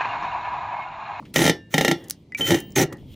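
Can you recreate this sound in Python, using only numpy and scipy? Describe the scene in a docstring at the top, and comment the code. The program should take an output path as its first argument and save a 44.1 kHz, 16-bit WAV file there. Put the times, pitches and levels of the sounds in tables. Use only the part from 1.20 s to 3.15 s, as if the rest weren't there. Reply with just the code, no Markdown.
"""A cordless drill drives a screw into the underside of a car in four short bursts, heard up close.
Its gears whirr and its speed control whines; the drive slips and hammers, and each blow cracks in the
housing, thumps the panel and rings the steel. The bit squeals, and the last burst buzzes.
Switch clicks, hand rub and three metal pings sit around the bursts, over a low outdoor rumble
and two puffs of wind."""
import sys
import numpy as np
from scipy import signal
from scipy.fft import rfft, irfft, next_fast_len
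from scipy.io import wavfile
from scipy.ndimage import map_coordinates

SR = 44100
rng = np.random.default_rng(int(sys.argv[2]) if len(sys.argv) > 2 else 0)


def wav_out(sig):
    """Save sig, one row per channel (or a flat mono array), as 16-bit PCM at SR to the path in sys.argv[1]."""
    wavfile.write(sys.argv[1], SR, np.round(np.clip(np.atleast_2d(sig).T, -1, 1) * 32767).astype(np.int16))


N = 85995

# outdoor rumble, mid and side EQ (frequency [Hz], gain [dB])
AIR_EQ = [(15, -34), (25, -26), (64, -11), (113, -7), (233, -7), (267, -8), (469, -22), (848, -32.5),
          (1750, -50), (2060, -37), (2850, -44), (4040, -43.5), (15500, -64.5)]
AIR_SIDE_EQ = [(15, -26.5), (25, 0), (91, -15), (221, -19), (389, -9.5), (1850, -26.5), (3000, -22.5),
               (5010, -27.5), (15500, -59)]
# swell of the mid rumble (time [s], level [dB])
AIR_LEVEL = [(0, -41.5), (.09, -44.5), (.13, -45.5), (.48, -49.5), (1.1, -50), (1.5, -42), (1.95, -47)]
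# switch and handling clicks (time [s], level [dB], centre [Hz], width [octaves], t60 [s])
CLICKS = [(0.025, -40.5, 990, .2, 0.027), (.053, -48.5, 2220, 0.52, 0.082), (.142, -24.5, 5870, 1, .012),
          (0.841, -50.5, 6020, .7, .05), (.884, -38.5, 8000, .7, 0.0095), (0.8987, -20.5, 7000, 1, 0.012),
          (0.9086, -9, 6600, 0.95, 0.0033), (1.189, -31, 11900, 0.81, .012),
          (1.403, -30.5, 8900, .7, 0.016), (1.506, -51, 6260, .4, 0.0054),
          (1.521, -41.5, 6550, 0.26, 0.0093), (1.727, -40, 6750, 1, 0.035), (1.725, -34.5, 880, 0.81, .035),
          (1.771, -52.5, 4060, 1, 0.012), (1.829, -49, 685, 0.35, 0.0087)]
# hand rub, gear whirr, panel shake and wind: one envelope per gesture (time [s], level [dB])
RUB_LEVELS = [
    [(.04, -75), (.06, -68), (.11, -68)],
    [(.77, -57.5), (.85, -59.5), (.95, -68), (1.04, -73.5)],
    [(1.78, -61.5), (1.85, -69.5), (1.9, -59.5), (1.945, -51.5)],
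]
GEAR_LEVELS = [
    [(.137, -64.5), (.141, -31.5), (.149, -36.5), (.162, -24.5), (.22, -27.5), (.29, -27.5), (.315, -45.5),
     (.36, -74)],
    [(.503, -65), (.512, -48.5), (.54, -40), (.58, -39), (.72, -40.5), (.76, -79)],
    [(1.171, -54), (1.178, -37.5), (1.22, -34.5), (1.235, -42), (1.275, -27), (1.32, -28.5), (1.37, -35.5),
     (1.41, -48.5), (1.46, -75)],
    [(1.553, -57), (1.559, -24.5), (1.6, -21.5), (1.638, -26.5), (1.648, -45.5), (1.68, -72)],
]
SHAKE_LEVELS = [
    [(.14, -48), (.165, -24), (.29, -24.5), (.34, -34.5), (.42, -58)],
    [(.53, -44.5), (.56, -32.5), (.72, -31), (.76, -42.5), (.86, -44.5), (.95, -56.5)],
    [(1.18, -62), (1.2, -26), (1.25, -35), (1.315, -19), (1.355, -23), (1.39, -34), (1.46, -56),
     (1.55, -68)],
    [(1.556, -48), (1.567, -25.5), (1.595, -21), (1.635, -23), (1.665, -45.5), (1.74, -35.5), (1.81, -59)],
]
PUFF_LEVELS = [
    [(.2, -63), (.26, -42), (.31, -73)],
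    [(1.72, -70), (1.82, -47), (1.9, -42.5), (1.95, -57)],
]
# tone of those four noises (frequency [Hz], gain [dB])
RUB_EQ = [(1200, -22.5), (2400, -10), (3200, 4.5), (4200, -11.5), (8000, -20), (15000, -16)]
GEAR_EQ = [(530, -48.5), (900, -7), (1000, -15), (1260, -12.5), (1350, 4), (1670, -8.5), (1860, 3.5),
           (2890, -4.5), (3000, -4), (3710, -4.5), (5000, -13.5), (6050, -1.5), (8050, -10), (11900, -12),
           (15500, -12)]
SHAKE_EQ = [(35, -29), (60, -29), (96, -12), (129, -5), (179, -1.5), (222, -18.5), (279, -4.5), (327, -4.5),
            (375, -2), (423, -13.5), (554, -10.5), (625, -24), (818, -14.5), (988, -26.5), (1500, -30.5),
            (1950, -14), (3300, -120)]
PUFF_EQ = [(25, -6.5), (70, 3), (130, 0.5), (300, -31), (1000, -78)]
# speed control in the first three bursts (time [s], pitch [Hz], level [dB])
WHINES = [
    [(.138, 15500, -52), (.16, 15000, -41), (.2, 15070, -46)],
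    [(.503, 15200, -59), (.54, 15600, -49), (.575, 15180, -43), (.62, 15600, -51.5), (.645, 15200, -50.5),
     (.71, 15300, -51.5), (.73, 15400, -74)],
    [(1.172, 15550, -52), (1.23, 15400, -54), (1.26, 15300, -33), (1.29, 14750, -36), (1.35, 14600, -61),
     (1.41, 15600, -54), (1.53, 15600, -55)],
]
# slips of the drive (time [s], crack level [dB], thump level [dB])
BLOWS = [(0.1601, -10, -11), (.168, -18, -27.5), (0.1909, -15.5, -14), (0.2054, -19, -15.5),
         (0.2182, -14.5, -16), (0.2407, -14.5, -12), (.2525, -14.5, -12.5), (.2635, -11.5, -14.5),
         (0.2774, -12, -16), (.296, -9.5, -12.5), (.541, -10.5, -11), (.5805, -9.5, -10),
         (0.6101, -12, -10), (.648, -10, -11), (0.6802, -10.5, -11.5), (.713, -12, -12),
         (1.306, -14, -19.5), (1.318, -16.5, -14), (1.3439, -16.5, -21.5), (1.564, -20, -11.5),
         (1.583, -16.5, -43), (1.598, -24, -11), (1.622, -37, -19), (1.636, -26.5, -20)]
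# modes struck by each blow (frequency [Hz], level [dB], t60 [s])
PANEL_MODES = [(157, -3, .13), (178, -9, .11), (277, -4, .11), (337, -3, .11), (370, -6, .11),
               (440, -12, .07), (531, -9, .09), (778, -6, .085), (830, -11, .07)]  # thump of the panel
STEEL_MODES = [(1368, -17, .09), (1830, -12, .08), (1920, -11, .08), (2100, -15, .07), (3050, -16, .06),
               (3600, -17, .06), (3762, -12, .07), (6150, -16, .05), (8310, -22, .04), (9600, -23, .04),
               (10500, -22, .04), (12200, -21, .03)]  # short clack of hammer and chuck
SCREW_MODES = [(1593, -15, .45), (1778, -1, .36), (2385, -10, .2), (2810, -3, .39), (3004, 1, .17),
               (3435, -6, .25), (3790, -21, .5), (4339, -6, .19), (5030, -5, .16), (5582, -10, .22)]  # lasting ring of bit and screw
# broad tone of the crack (frequency [Hz], gain [dB])
CRACK_EQ = [(100, -11.5), (250, 3.5), (450, 4.5), (800, -1), (1050, -24), (1400, -13), (1600, -11.5),
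            (1950, -2), (2600, -13), (3600, -6), (4500, -10.5), (6200, -13), (7500, -17.5), (9200, -24),
            (12500, -22.5), (13800, -24.5), (15500, -38)]
# peaks and a notch of the housing (centre [Hz], width [Hz], gain [dB])
HOUSING_BANDS = [(1370, 80, 5), (2250, 300, 3), (3050, 200, 3), (3700, 200, 4), (5050, 250, 4),
                 (5800, 200, -7), (6150, 300, 7), (8350, 300, 6), (9650, 200, 5), (10500, 220, 7),
                 (12200, 400, 5)]
# squeals of the bit (time [s], length [s], pitch [Hz], glide [Hz], level [dB])
SQUEALS = [(0.178, 0.014, 6150, 106, -19), (0.206, 0.057, 9950, 150, -21),
           (1.553, 0.029, 6500, -200, -13.5), (1.585, 0.022, 5910, -68, -11.5)]
# metal pings (time [s], pitch [Hz], level [dB], t60 [s])
PINGS = [(1.1218, 2010, -36.5, 0.087), (1.148, 2330, -25, 0.065), (1.2092, 3089, -21, 0.43)]
# partials of a ping's strike (frequency [ratio], level over the ring [dB], t60 [s])
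STRIKE_PARTIALS = [(1, 1, .035), (.9, -3, .016), (1.09, -6, .014)]
# the freely turning drive (time [s], turning rate [Hz], level [dB])
BUZZ = [(1.558, 133, -50), (1.568, 132.7, -24.5), (1.596, 128.9, -18), (1.635, 128.2, -24),
        (1.659, 125.4, -30.5)]
# its harmonics (multiple [ratio], level [dB])
BUZZ_HARMONICS = [(1, -2), (2, -12), (3, 1.5), (4, -10.5), (5, -17.5), (6, -9.5)]
# decay of the reflections (frequency [Hz], t60 [s])
ROOM_DECAY = [(150, 0.4), (1000, .16), (4000, 0.14), (14000, 0.054)]
# the drill's side EQ (frequency [Hz], gain [dB])
DRILL_SIDE_EQ = [(60, -27.5), (120, -51), (240, -50.5), (480, -55.5), (950, -21.5), (1890, -34.5),
                 (3770, -10.5), (7520, -6), (15000, -15.5)]

PANEL_DB, STEEL_DB, SCREW_DB, CRACK_DB, RATTLE_DB = -3.5, -2.5, -23.5, 1.5, -21.5
PANEL_ATTACK_S, CRACK_ATTACK_S, PING_ATTACK_S = 0.0036, 0.00026, 0.0005
CRACK_T60_S, RATTLE_T60_S, CRACK_FRESH = 0.024, 0.16, 0.4
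TEETH_HZ, TEETH_DEPTH = 623.4, 0.8
SQUEAL_DB, PING_TICK_DB, ROOM_DB = -9.5, -15, -14
DRILL_SIDE_DB, HAND_SIDE_DB, ROOM_SIDE_DB, AIR_SIDE_DB, PUFF_SIDE_DB = -12.5, -13, -24, -72.5, -10
CEILING, TOP_HZ = 0.7, 15800
TIME = np.arange(N) / SR
HIT_TIME = TIME[:SR // 2]


def amp(db):
    return 10 ** (np.asarray(db) / 20)


def unit_rms(x):
    return x / np.sqrt(np.mean(x ** 2) + 1e-20)


def along(points, hz):
    """Read (frequency [Hz], value) points on a log frequency axis."""
    freqs, values = np.transpose(points)
    return np.interp(np.log(hz + 1), np.log(np.abs(freqs) + 1), values)


def envelope(curves):
    """Summed gain of (time [s], ..., level [dB]) curves, silent outside them."""
    return sum(amp(np.interp(TIME, c[:, 0], c[:, -1], -150, -150)) for c in map(np.array, curves))


def eq(x, gain_db):
    """Minimum-phase EQ; gain_db is a function of frequency."""
    size = 2 * next_fast_len(x.shape[-1] // 2 + 4096)
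    cepstrum = irfft(np.log(amp(gain_db(np.fft.rfftfreq(size, 1 / SR))) + 1e-5))
    cepstrum[1:size // 2] *= 2
    cepstrum[size // 2 + 1:] = 0
    return irfft(rfft(x, size) * np.exp(rfft(cepstrum)), size)[..., :x.shape[-1]]


def shaped(x, gain_db):
    """EQ with make-up gain that keeps the power of white noise."""
    return eq(x, gain_db) / np.sqrt(np.mean(amp(gain_db(np.linspace(0, SR / 2, 8192))) ** 2))


def noise(points):
    return unit_rms(eq(rng.standard_normal(N), lambda f: along(points, f)))


def wobble(knots_per_s):
    """A smooth random modulator."""
    return map_coordinates(rng.standard_normal(4096), [TIME * knots_per_s], mode="wrap")


def sine(pitch_hz):
    return np.sin(2 * np.pi * np.cumsum(pitch_hz) / SR)


def fade(t, t60):
    return np.exp(-np.log(1000) * t / t60)


def attack(rise_s):
    return -np.expm1(-HIT_TIME / rise_s)


def add(track, start_s, x):
    i = round(start_s * SR)
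    track[i:i + len(x)] += x[:N - i]


def ring(modes, scatter_db, detune):
    """Damped modes, a little different at every hit."""
    return sum(amp(db + scatter_db * rng.normal()) * fade(HIT_TIME, t60)
               * np.sin(2 * np.pi * hz * (1 + detune * rng.normal()) * HIT_TIME)
               for hz, db, t60 in modes)


def tick(hz, t60, octaves):
    """A snap of noise around one frequency."""
    def band_db(f):
        offset = np.log2((f + 1) / hz) / octaves
        return -20 * np.log10(1 + offset ** 2 / 2 + offset ** 4 / 20)
    t = TIME[:SR // 10]
    return shaped(rng.standard_normal(len(t)) * fade(t, t60), band_db)


def rumble():
    """The outdoor bed: low noise that swells in the mid and stays faint and steady in the side."""
    return envelope([AIR_LEVEL]) * noise(AIR_EQ), amp(AIR_SIDE_DB) * noise(AIR_SIDE_EQ)


def clicks():
    """The switch and the grip give short, dry ticks."""
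    out = np.zeros(N)
    for start, db, hz, octaves, t60 in CLICKS:
        add(out, start, amp(db) * tick(hz, t60, octaves))
    return out


def hand_rub():
    """The hand slides on the tool with a soft hiss."""
    return envelope(RUB_LEVELS) * noise(RUB_EQ)


def gears():
    """Meshing teeth chop noise into a rough whirr."""
    mesh = sine(TEETH_HZ * (1 + 0.14 * wobble(30)))
    chatter = rng.standard_normal(N) * (1 + TEETH_DEPTH * mesh) * amp(2 * wobble(250))
    return shaped(unit_rms(chatter) * envelope(GEAR_LEVELS), lambda f: along(GEAR_EQ, f))


def whine():
    """The speed control sings a thin, fluttering tone at the top of the treble."""
    out = np.zeros(N)
    for curve in WHINES:
        times, hz, _ = np.transpose(curve)
        pitch = np.interp(TIME, times, hz) + 60 * wobble(700)
        out += envelope([curve]) * amp(2.5 * wobble(120)) * sine(pitch)
    return out


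def panel_shake():
    """The running drill shakes the panel, adding low body."""
    return envelope(SHAKE_LEVELS) * noise(SHAKE_EQ)


def hammering():
    """Each slip thumps the panel, rings the steel and makes much the same crack in the housing."""
    tones, cracks = np.zeros(N), np.zeros(N)
    decay = fade(HIT_TIME, CRACK_T60_S) + amp(RATTLE_DB) * fade(HIT_TIME, RATTLE_T60_S)
    shared_grain = np.sqrt(1 - CRACK_FRESH ** 2) * rng.standard_normal(len(HIT_TIME))
    for start, db, thump_db in BLOWS:
        thump = -ring(PANEL_MODES, scatter_db=4.55, detune=0.004) * attack(PANEL_ATTACK_S)
        add(tones, start, amp(thump_db + PANEL_DB) * thump)
        clack = ring(STEEL_MODES, scatter_db=1.5, detune=0.00096)
        add(tones, start, amp(db + STEEL_DB) * clack)
        lag_s = rng.uniform(0, 0.00062)
        screw = ring(SCREW_MODES, scatter_db=2, detune=0.00025)
        add(tones, start + lag_s, amp(db + SCREW_DB) * screw)
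        grain = shared_grain + CRACK_FRESH * rng.standard_normal(len(HIT_TIME))
        add(cracks, start, amp(db + CRACK_DB) * attack(CRACK_ATTACK_S) * decay * grain)

    def housing_db(f):
        return sum(db / (1 + (2 * (f - hz) / width) ** 2) for hz, width, db in HOUSING_BANDS)
    return tones + shaped(cracks, lambda f: along(CRACK_EQ, f) + housing_db(f))


def squeals():
    """The bit rubs in the screw head with a rough, gliding tone."""
    out = np.zeros(N)
    for start, length, hz, glide_hz, db in SQUEALS:
        progress = np.linspace(0, 1, int(length * SR))
        pitch = hz + glide_hz * progress + 190 * wobble(900)[:len(progress)]
        add(out, start, amp(db + SQUEAL_DB) * np.sin(np.pi * progress) * sine(pitch))
    return out


def wind_puffs():
    """Wind buffets the microphone with soft, bassy puffs."""
    return envelope(PUFF_LEVELS) * noise(PUFF_EQ)


def pings():
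    """Struck metal: a bright tick and brief partials leave one ringing note."""
    out = np.zeros(N)
    for start, hz, db, t60 in PINGS:
        strike = [(ratio * hz, lift, life) for ratio, lift, life in STRIKE_PARTIALS]
        note = ring([(hz, 0, t60)] + strike, scatter_db=3.2, detune=0)
        add(out, start, amp(db) * note * attack(PING_ATTACK_S))
        add(out, start, amp(db + PING_TICK_DB) * tick(hz=5450, t60=0.011, octaves=0.41))
    return out


def buzz():
    """The drive spins freely, buzzing on wavering harmonics of its turning rate."""
    times, hz, _ = np.transpose(BUZZ)
    turns = np.cumsum(np.interp(TIME, times, hz)) / SR
    tone = sum(amp(db + 2 * wobble(60)) * np.sin(2 * np.pi * (multiple * turns + rng.uniform()))
               for multiple, db in BUZZ_HARMONICS)
    return envelope([BUZZ]) * tone


def reflections(x, low_cut_hz):
    """A short reverb from the underbody and the concrete, with its bass rolled off."""
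    hz, t, spectrum = signal.stft(rng.standard_normal(SR // 3), SR, nperseg=256)
    tail = signal.istft(spectrum * fade(t, along(ROOM_DECAY, hz)[:, None]), SR, nperseg=256)[1]
    wet = signal.fftconvolve(x, tail / np.linalg.norm(tail))[:N]
    return eq(wet, lambda f: -10 * np.log10(1 + (low_cut_hz / (f + 1)) ** 4))


def scene():
    """A nearly mono mid/side mix, with a little width on the tool, reverb and open air."""
    drill = hammering() + gears() + whine() + panel_shake() + buzz() + squeals()
    hand = clicks() + pings() + hand_rub()
    tool = drill + hand
    mid = tool + amp(ROOM_DB) * reflections(tool, low_cut_hz=500)
    air_mid, air_side = rumble()
    mid += air_mid + wind_puffs()
    spread = amp(DRILL_SIDE_DB) * eq(drill, lambda f: along(DRILL_SIDE_EQ, f)) + amp(HAND_SIDE_DB) * hand
    side = -signal.hilbert(spread).imag  # a quarter-cycle shift widens without panning
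    side += amp(ROOM_SIDE_DB) * reflections(tool, low_cut_hz=2210)
    side += air_side + amp(PUFF_SIDE_DB) * wind_puffs()
    return np.array([mid + side, mid - side])


def record(dry):
    """Soft saturation rounds the highest peaks, then a steep low-pass trims the top."""
    rounded = dry / (1 + np.abs(dry / CEILING) ** 6) ** (1 / 6)
    size = next_fast_len(N + 4096)
    low_pass = 1 / (1 + (np.fft.rfftfreq(size, 1 / SR) / TOP_HZ) ** 160)
    return irfft(rfft(rounded, size) * low_pass, size)[:, :N]


dry = scene()
out = record(dry)
wav_out(out)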